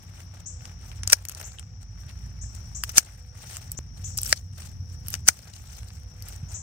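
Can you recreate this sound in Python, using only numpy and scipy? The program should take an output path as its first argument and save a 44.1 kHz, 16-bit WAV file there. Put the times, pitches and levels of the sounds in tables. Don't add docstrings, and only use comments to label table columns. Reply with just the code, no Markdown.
import sys
import numpy as np
from scipy import signal
from scipy.fft import rfft, irfft, next_fast_len
from scipy.io import wavfile
from scipy.ndimage import uniform_filter1d, map_coordinates

SR = 44100
rng = np.random.default_rng(int(sys.argv[2]) if len(sys.argv) > 2 else 0)


def inscribe(sig):
    pcm = np.round(np.clip(np.atleast_2d(sig).T, -1, 1) * 32767)
    wavfile.write(sys.argv[1], SR, pcm.astype(np.int16))


N = 291942
TREBLE_LAG, BODY_LAG = 12, 4


def amp(db):
    return 10 ** (np.asarray(db) / 20)


def unit(x):
    return x / np.sqrt(np.mean(x ** 2) + 1e-20)


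def along(points, hz):
    knots_hz, values = np.transpose(points)
    return np.interp(np.log(hz + 1), np.log(knots_hz + 1), values)


def curves(rows):
    times, *columns = np.transpose(rows)
    return [np.interp(np.arange(N) / SR, times, column) for column in columns]


def wobble(rate):
    return map_coordinates(rng.standard_normal(int(N * rate / SR) + 4), [np.arange(N) * rate / SR])


def filtered(x, response):
    size = next_fast_len(N + SR // 2)
    return irfft(rfft(x, size) * response(np.fft.rfftfreq(size, 1 / SR)), size)[..., :N]


def coloured(x, spectrum):
    cepstrum = irfft(np.log(amp(along(spectrum, np.fft.rfftfreq(4096, 1 / SR))) + 1e-5))
    cepstrum[1:2048] *= 2
    cepstrum[2049:] = 0
    impulse = irfft(np.exp(rfft(cepstrum)))
    return signal.fftconvolve(x, impulse[None] / np.linalg.norm(impulse), axes=1)[:, :N]


def diffuse(spectrum):
    # (frequency [Hz], correlation [ratio])
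    coherence = [(60, 1), (180, 0.91), (550, 0.16), (1650, 0.23), (4970, 0.039), (15000, 0.03)]

    def mid_side_gain(hz):
        angle = np.arccos(np.clip(along(coherence, hz), -1, 1)) / 2
        return amp(along(spectrum, hz)) * [np.cos(angle), np.sin(angle)]

    mid, side = filtered(rng.standard_normal((2, N)), mid_side_gain)
    return unit(np.array([mid + side, mid - side]))


def near(own, lag):
    shared = rng.standard_normal(N + lag)
    coherent = np.array([shared[:N], shared[lag:]])
    return np.sqrt(1 - own) * coherent + np.sqrt(own) * rng.standard_normal((2, N))


def foliage(x, t60, build_s):
    t = np.arange(SR // 2) / SR
    tail = rng.standard_normal((2, len(t))) * amp(-60 * t / t60) * (1 - np.exp(-t / build_s))
    return signal.fftconvolve(x, tail / np.linalg.norm(tail[0]), axes=1)[:, :N]


def rumble():
    # (time [s], deep level [dB], drone level [dB])
    levels = [(0.0, -50.5, -45), (0.9, -41.5, -42.5), (1.4, -42, -39), (2.25, -39.5, -38.5),
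              (2.8, -43, -42.5), (3.1, -41.5, -40), (3.87, -41.5, -36.5), (4.85, -43, -34),
              (5.35, -47.5, -37), (5.8, -37.5, -38), (6.62, -44, -40.5)]
    # (frequency [Hz], relative density [dB])
    deep = [(15, -55), (28, -25.5), (40, -12.5), (52, 4), (70, -4), (85, -9), (110, -29.5), (190, -120)]
    drone = [(41, -33), (70, -5.5), (86, 0), (100, -2), (118, -9), (147, -12), (204, -22.5), (247, -26.5),
             (312, -40.5), (400, -37), (520, -81), (880, -120)]
    motor = [(80, -65), (89, -23), (92, -1.5), (95, -13), (105, -67.5)]
    deep_db, drone_db = curves(levels)
    lowest = amp(deep_db) * diffuse(deep)
    droning = diffuse(drone) + amp(-8.5 + 5.7 * wobble(0.75)) * diffuse(motor)
    return lowest + amp(drone_db) * droning


def insects():
    # (time [s], level [dB])
    levels = [(0.0, -59.5), (0.96, -57.5), (1.86, -54), (2.8, -55), (3.1, -51), (4.02, -54.5), (4.2, -47.5),
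              (4.31, -52.5), (5.6, -54.5), (6.62, -56)]
    # (frequency [Hz], relative density [dB])
    spectrum = [(2760, -51.5), (4700, -18), (5010, -11), (5210, -2), (5480, 1.5), (5770, 4.5), (5970, -1),
                (6300, -17), (6500, -15), (8450, -35.5), (14300, -120)]
    return amp(curves(levels)[0] + 1.5 * wobble(60)) * diffuse(spectrum)


def garden_hiss():
    # (frequency [Hz], relative density [dB])
    spectrum = [(150, -35), (250, -13), (441, -21.5), (733, -17), (1120, -20), (4500, -31), (5850, -66.5),
                (9900, -120)]
    return amp(-63.0 + 0.66 * wobble(3.1)) * diffuse(spectrum)


def sweeps():
    # (peak time [s], rise [s], fall [s], crisp level [dB], brush level [dB])
    strokes = [(0.191, 0.36, 0.13, -55.5, -59.5), (0.357, 0.069, 0.14, -57.5, -56),
               (0.656, 0.067, 0.14, -55.5, -55), (0.825, .05, 0.4, -54.5, -57),
               (1.121, 0.066, 0.37, -44.5, -47.5), (1.299, 0.024, 0.035, -47, -53),
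               (1.416, 0.099, 0.13, -38, -43.5), (1.819, 0.014, .03, -48.5, -54.5),
               (2.093, .015, 0.016, -48.5, -48), (2.946, .004, .04, -41, -54),
               (2.017, 0.15, 0.94, -58.5, -58.5), (2.549, 0.084, 0.17, -51.5, -59),
               (2.774, 0.24, 0.33, -59.5, -64.5), (2.896, 0.036, 0.029, -41.5, -53),
               (2.98, 0.025, 0.035, -19, -37.5), (3.032, 0.073, 0.4, -48, -51),
               (3.42, 0.086, 0.059, -40.5, -46.5), (3.513, 0.082, 0.25, -38.5, -47),
               (3.988, 0.042, 0.28, -48.5, -56.5), (4.183, 0.02, 0.14, -41.5, -74),
               (4.313, 0.12, 0.092, -32.5, -50), (4.619, 0.072, 0.12, -39, -48),
               (4.912, 0.048, 0.12, -54, -58.5), (5.131, 0.096, 0.065, -40, -52.5),
               (5.298, 0.029, 0.22, -37, -49), (5.48, 0.078, 0.067, -46.5, -50.5),
               (5.552, 0.11, 0.36, -47, -56), (5.725, 0.2, 0.43, -46, -52.5),
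               (5.73, 0.022, 0.015, -47, -52), (6.28, 0.13, 0.29, -50, -53),
               (6.519, 0.021, 0.05, -44.5, -50.5)]
    crisp_fade_db, brush_fade_db = 21.5, 12.5
    t = np.arange(0, N / SR + .002, .001)
    power = np.zeros((2, len(t)))
    for peak, rise, fall, crisp_db, brush_db in strokes:
        away = np.where(t < peak, (peak - t) / rise, (t - peak) / fall)
        power += amp([crisp_db - crisp_fade_db * away, brush_db - brush_fade_db * away]) ** 2
    return curves(np.c_[t, np.sqrt(power.T)])


def patchy(x, depth_db):
    frames = signal.stft(x, nperseg=256)[2]
    field = uniform_filter1d(rng.standard_normal(frames.shape[1:]), size=9, axis=0)
    field = uniform_filter1d(field, size=4, axis=1)
    mottled = signal.istft(frames * amp(depth_db * unit(field)), nperseg=256)[1][:, :N]
    return mottled / np.percentile(np.abs(mottled), 62)


def leaves():
    # (frequency [Hz], relative density [dB])
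    tick_spectrum = [(1760, -23), (3000, -9), (3400, -11), (4870, -8.5), (5770, -3), (7130, -6), (7750, -4),
                     (9050, -4), (10100, -20.5), (11600, -8.5), (12900, -16), (13800, -31.5), (15000, -5.5),
                     (16100, -23)]
    scrape_spectrum = [(150, -38), (250, -3), (445, -1), (854, 3), (956, -4.5), (1410, 0.5), (1880, 0),
                       (2540, -2.5), (5000, -13.5), (6500, -22), (11000, -120)]
    crisp_gain, brush_gain = sweeps()
    clumps_db = 2.4 * wobble(35) + 3.42 * wobble(160)
    snaps_db = 11 * (wobble(500) > 2.3)
    crisp_db = clumps_db + 0.54 * wobble(1400) + snaps_db
    crisp = patchy(amp(crisp_db) * near(own=1.0, lag=TREBLE_LAG), depth_db=3.5)
    brush_db = 0.42 * clumps_db + 2.4 * wobble(300) + snaps_db / 3
    brush = patchy(amp(brush_db) * near(own=0.67, lag=BODY_LAG), depth_db=2.5)
    return coloured(crisp_gain * crisp, tick_spectrum) + coloured(brush_gain * brush, scrape_spectrum)


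def bird(cut_s):
    # (time [s], level [dB], left minus right [dB])
    chips = [(0.461, -28.5, 1.5), (1.441, -25.5, 1), (2.414, -32.5, 3), (2.75, -27.5, 2), (3.775, -23, 2),
             (4.0443, -24.5, 1), (6.487, -38, 1), (6.543, -25.5, 1)]
    t = np.arange(int(.012 * SR)) / SR
    progress = t / t[-1]
    sweep_hz = 5500 + 2600 * np.sin(np.pi / 2 * progress)
    envelope = np.sin(np.pi * progress) ** .5 * amp(-9 * progress)
    chip = envelope * np.sin(2 * np.pi * np.cumsum(sweep_hz) / SR)
    before, after = np.zeros((2, 2, N))
    for time, db, pan_db in chips:
        track = after if time > cut_s else before
        track[:, round((time - .003) * SR):][:, :len(t)] += chip * amp([[db + pan_db / 2],
                                                                        [db - pan_db / 2]])

    def among_trees(x):
        early = amp(3.5) * foliage(x, t60=0.34, build_s=0.0014)
        late = amp(-12.5) * foliage(x, t60=1.0, build_s=0.046)
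        return amp(-8.5) * x + early + late

    return among_trees(before) * (np.arange(N) < cut_s * SR) + among_trees(after)


def far_tones():
    # (time [s], duration [s], level of the lower tone [dB])
    notes = [(0.49, 0.27, -66), (1.2, 0.585, -65), (3.154, 0.28, -60.5), (3.96, 0.56, -64.5),
             (4.81, 0.31, -64), (5.703, 0.64, -63.5), (6.398, 0.32, -69.5)]
    t = np.arange(N) / SR
    envelope = sum(amp(db) * np.clip(np.minimum(t - start, start + length - t) / 0.024, 0, 1)
                   for start, length, db in notes)
    phase = 2 * np.pi * 496 * t
    return envelope * (np.sin(phase) + amp(-5) * np.sin(phase * 3 / 2))


def fracture(t, hardness, break_s):
    crunch = hardness * amp(-29 + 60 * t / 0.064)
    lead_in = amp(-14.0 + 60 * t / 0.0044)
    t60 = 0.0085 - 0.0027 * hardness
    snap = amp(-5.0 * t / break_s - 60 * np.maximum(t - break_s, 0) / t60)
    spike = 1 + np.sqrt(hardness) * amp(6) * np.exp(-np.abs(t) / .0004)
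    strays = amp(-13.5 - 60 * t / 0.041)
    return np.where(t < 0, lead_in + crunch, snap * spike + strays)


def shears():
    # (time [s], level [dB], body level under 3 kHz [dB re crack],
    # spit level over 10 kHz [dB re crack], ring frequency [Hz])
    cracks = [(0.607, -51.5, 3, -13, 5500), (0.653, -31, -7.5, -33, 5600), (0.6944, -51, 2.5, -24, 5000),
              (0.915, -43.5, 3.5, -14, 4930), (1.0326, -21.5, -11, -24, 5720),
              (1.0742, -11.5, -19, -15, 6050), (1.097, -19, -13, -11.5, 6700),
              (1.0995, -12, -15, -25.5, 5690), (1.1095, -31, -4, -34.5, 5910),
              (1.116, -31.5, -13, -23, 6460), (1.121, -15.5, -12, -16, 5750),
              (1.1229, -6.5, -13, -5.5, 7390), (1.1286, 6.5, -16.5, -18.5, 5470),
              (1.251, -15, -14, -9.5, 6570), (1.2848, -14.5, -26, -9.5, 6100),
              (1.294, -10.5, -21, -14.5, 9100), (1.3155, -25, -11, -8, 6500),
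              (1.3202, -24.5, -13, -7, 6450), (1.3478, -17.5, -27, -21, 6000),
              (1.4125, -21, -9.5, -7, 6630), (1.5187, -28, -20, -26.5, 4700),
              (1.5845, -18.5, -27, -39.5, 3040), (1.5938, -18.5, -28, -19, 7900),
              (1.5944, -22.5, -23, -32, 3130), (1.627, -37, -5, -20, 4500), (2.002, -39, -14, -7, 8000),
              (2.8356, -12.5, -11, -10.5, 5875), (2.892, -24.5, -9.5, -5.5, 5890),
              (2.917, -36, -19.5, -1.5, 7000), (2.956, -30, -7, -5.5, 6500), (2.9721, -9, -17, -19, 6070),
              (2.9793, 6.5, -18.5, -20.5, 6190), (2.9878, -9, -18, -17.5, 6020),
              (2.992, -15, -35, -8.5, 9000), (3.5595, -21, -14, -25, 7100),
              (3.5677, -16.5, -17.5, -13, 6770), (3.615, -38, -6, -24, 4980),
              (3.7164, -14.5, -51, -6.5, 7870), (4.172, -17.5, -37, -18, 7240),
              (4.1763, -12, -39, -5.5, 7040), (4.1848, -13, -19, -25, 5550),
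              (4.2152, -24.5, -45.5, 1, 7300), (4.231, -12, -35.5, -11.5, 7270),
              (4.2472, -22, -28, -7, 8200), (4.257, -22, -19, -3.5, 7900), (4.2763, -25.5, -14, -4, 7900),
              (4.282, -26, -25.5, -3.5, 8260), (4.301, -26, -23, -8.5, 7800), (4.308, -25.5, -25, -4, 8200),
              (4.291, -22.5, -24.5, -16.5, 7700), (4.2942, -17.5, -28.5, -18, 7320),
              (4.3183, -19, -19, -16.5, 8290), (4.3256, -2, -11.5, -23.5, 5140),
              (4.619, -24, -12, -28, 4530), (5.061, -33.5, -12, -13, 6500), (5.069, -33, -10, -0.5, 8400),
              (5.0824, -14.5, -27, -8, 9400), (5.1024, -28.5, -33, 5.5, 7850),
              (5.1317, -26.5, -32, -9, 8000), (5.139, -13.5, -8.5, -12, 6000),
              (5.1511, -24.5, -10.5, -13, 5460), (5.271, -21.5, -15, -8, 8000),
              (5.2765, -15.5, -9, -15, 5900), (5.2797, -10, -13, -6.5, 5470),
              (5.2842, 10.5, -18.5, -23.5, 6300), (5.536, -28, -28, -28, 5370),
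              (5.563, -27.5, -13, -24, 4730), (5.667, -37, -21, -20, 4500), (5.788, -34.5, -6, -16, 6500),
              (5.831, -36, -5, -22, 4500), (5.903, -36.5, -3, -21, 5000), (6.2221, -28, -22, -1.5, 5270),
              (6.284, -28, -29, -1, 6000), (6.515, -35, -12, -14, 6000)]
    # (frequency [Hz], relative density [dB])
    blade_spectrum = [(1760, -31.5), (3000, -14.5), (3920, -22), (4880, -2.5), (6670, -3.5), (7270, -18),
                      (8020, -2), (9070, 2), (10200, -12), (13300, -33), (22000, -120)]
    cell_spectrum = [(6120, -38.5), (10400, -16.5), (11700, 5.5), (12100, -4), (12700, 3.5), (13600, -30.5),
                     (15200, -1.5), (16100, -10)]
    body_spectrum = [(88, -45), (150, -24), (310, -18.5), (591, -6), (950, -11.5), (1150, -14), (1450, 2),
                     (1750, 1), (2070, -1.5), (2330, 2), (2620, -6), (3500, -15.5), (4550, -51.5),
                     (7700, -120)]
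    pulp_spectrum = [(100, -22.5), (300, -12), (900, -11), (1400, -0.5), (2000, -5), (2800, -0.5),
                     (3800, -10), (5500, -34), (9000, -120)]
    shut_db = -6
    knock_db, knock_s = -5, 0.0012
    lead = round(.04 * SR)
    t = (np.arange(SR // 8) - lead) / SR - .001
    fibres = amp(2.5 * wobble(1500))
    tearing = [fibres * near(own=.4, lag=TREBLE_LAG), fibres * near(own=.12, lag=TREBLE_LAG),
               near(own=.35, lag=BODY_LAG)]
    blades, cells, body, pulp, rings = np.zeros((5, 2, N))
    for time, db, body_db, spit_db, ring_hz in cracks:
        hardness = min(amp(db), 1) ** 2
        break_s = 0.0009 + 0.0022 * hardness
        envelope = amp(db) * fracture(t, hardness, break_s)
        start = round(time * SR) - lead
        now = slice(start, start + len(t))
        bursts = np.array([envelope * noise[:, now] for noise in tearing])
        edge, spit, push = bursts * np.linalg.norm(envelope) / np.linalg.norm(bursts, axis=2)[..., None]
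        blades[:, now] += amp(-9.5) * edge * min(ring_hz / 5500, 1) ** 2
        spot = signal.iirpeak(ring_hz, Q=3, fs=SR)
        rings[:, now] += amp(1.0) * signal.lfilter(*spot, signal.lfilter(*spot, edge))
        cells[:, now] += amp(spit_db) * spit
        knock = hardness * amp(db + body_db + knock_db) * np.exp(-((t - break_s) / knock_s) ** 2)
        struck = body if db > shut_db else pulp
        struck[:, now] += amp(body_db) * push + knock
    bright = coloured(blades, blade_spectrum) + coloured(cells, cell_spectrum) + rings
    delayed_body = np.roll(body, round(0.00061 * SR), axis=1)
    dull = coloured(delayed_body, body_spectrum) + coloured(pulp, pulp_spectrum)
    return bright + dull + amp(-29) * foliage(bright, t60=.09, build_s=.003)


def low_click(time):
    click, t = np.zeros(N), np.arange(SR // 5) / SR
    click[round(time * SR):][:len(t)] = amp(-22.5 - 60 * t / 0.05) * np.cos(2 * np.pi * 55 * t)
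    return click


def bumps():
    # (time [s], level [dB], frequency [Hz], time to decay 60 dB [s])
    pushes = [(6.429, -16.5, 111, 0.056), (6.521, -35, 68.7, 0.022)]
    track, t = np.zeros(N + SR), np.arange(SR // 5) / SR
    onset = 1 - np.exp(-(t / 0.0044) ** 2)
    for time, db, hz, t60 in pushes:
        track[round(time * SR):][:len(t)] += onset * amp(db - 60 * t / t60) * np.sin(2 * np.pi * hz * t)
    return track[:N]


def scene():
    click_s = 3.7896
    close = shears() + leaves() + low_click(click_s) + bumps()
    return close + bird(cut_s=click_s) + far_tones() + rumble() + insects() + garden_hiss()


def record(dry):
    # (frequency [Hz], left minus right [dB])
    imbalance = [(60, -1.5), (150, 0.5), (380, -1.5), (950, 4), (2380, 2), (5980, 10), (10500, -3.3),
                 (15000, 2)]
    threshold_db, max_duck_db, recovery_db_per_s, attack_s = -12, 9, 6, 0.013
    ports = filtered(dry, lambda hz: amp(along(imbalance, hz) * [[.5], [-.5]]))
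    level_db = 20 * np.log10(np.abs(ports).max(0) + 1e-9)
    demand_db = np.minimum(0.41 * (level_db - threshold_db), max_duck_db)
    climb_db = recovery_db_per_s * np.arange(N) / SR
    duck_db = np.maximum(np.maximum.accumulate(demand_db + climb_db) - climb_db, 0)
    pole = np.exp(-1 / (attack_s * SR))
    gain = amp(-signal.lfilter([1 - pole], [1, -pole], duck_db))

    def band_limit(hz):
        shelf = .04 + .96 * np.clip((16300 - hz) / 200, 0, 1)
        return shelf * np.clip((18800 - hz) / 200, 0, 1)

    return filtered(np.clip(ports * gain, -1, 1), band_limit)


dry = scene()
out = record(dry)
inscribe(out)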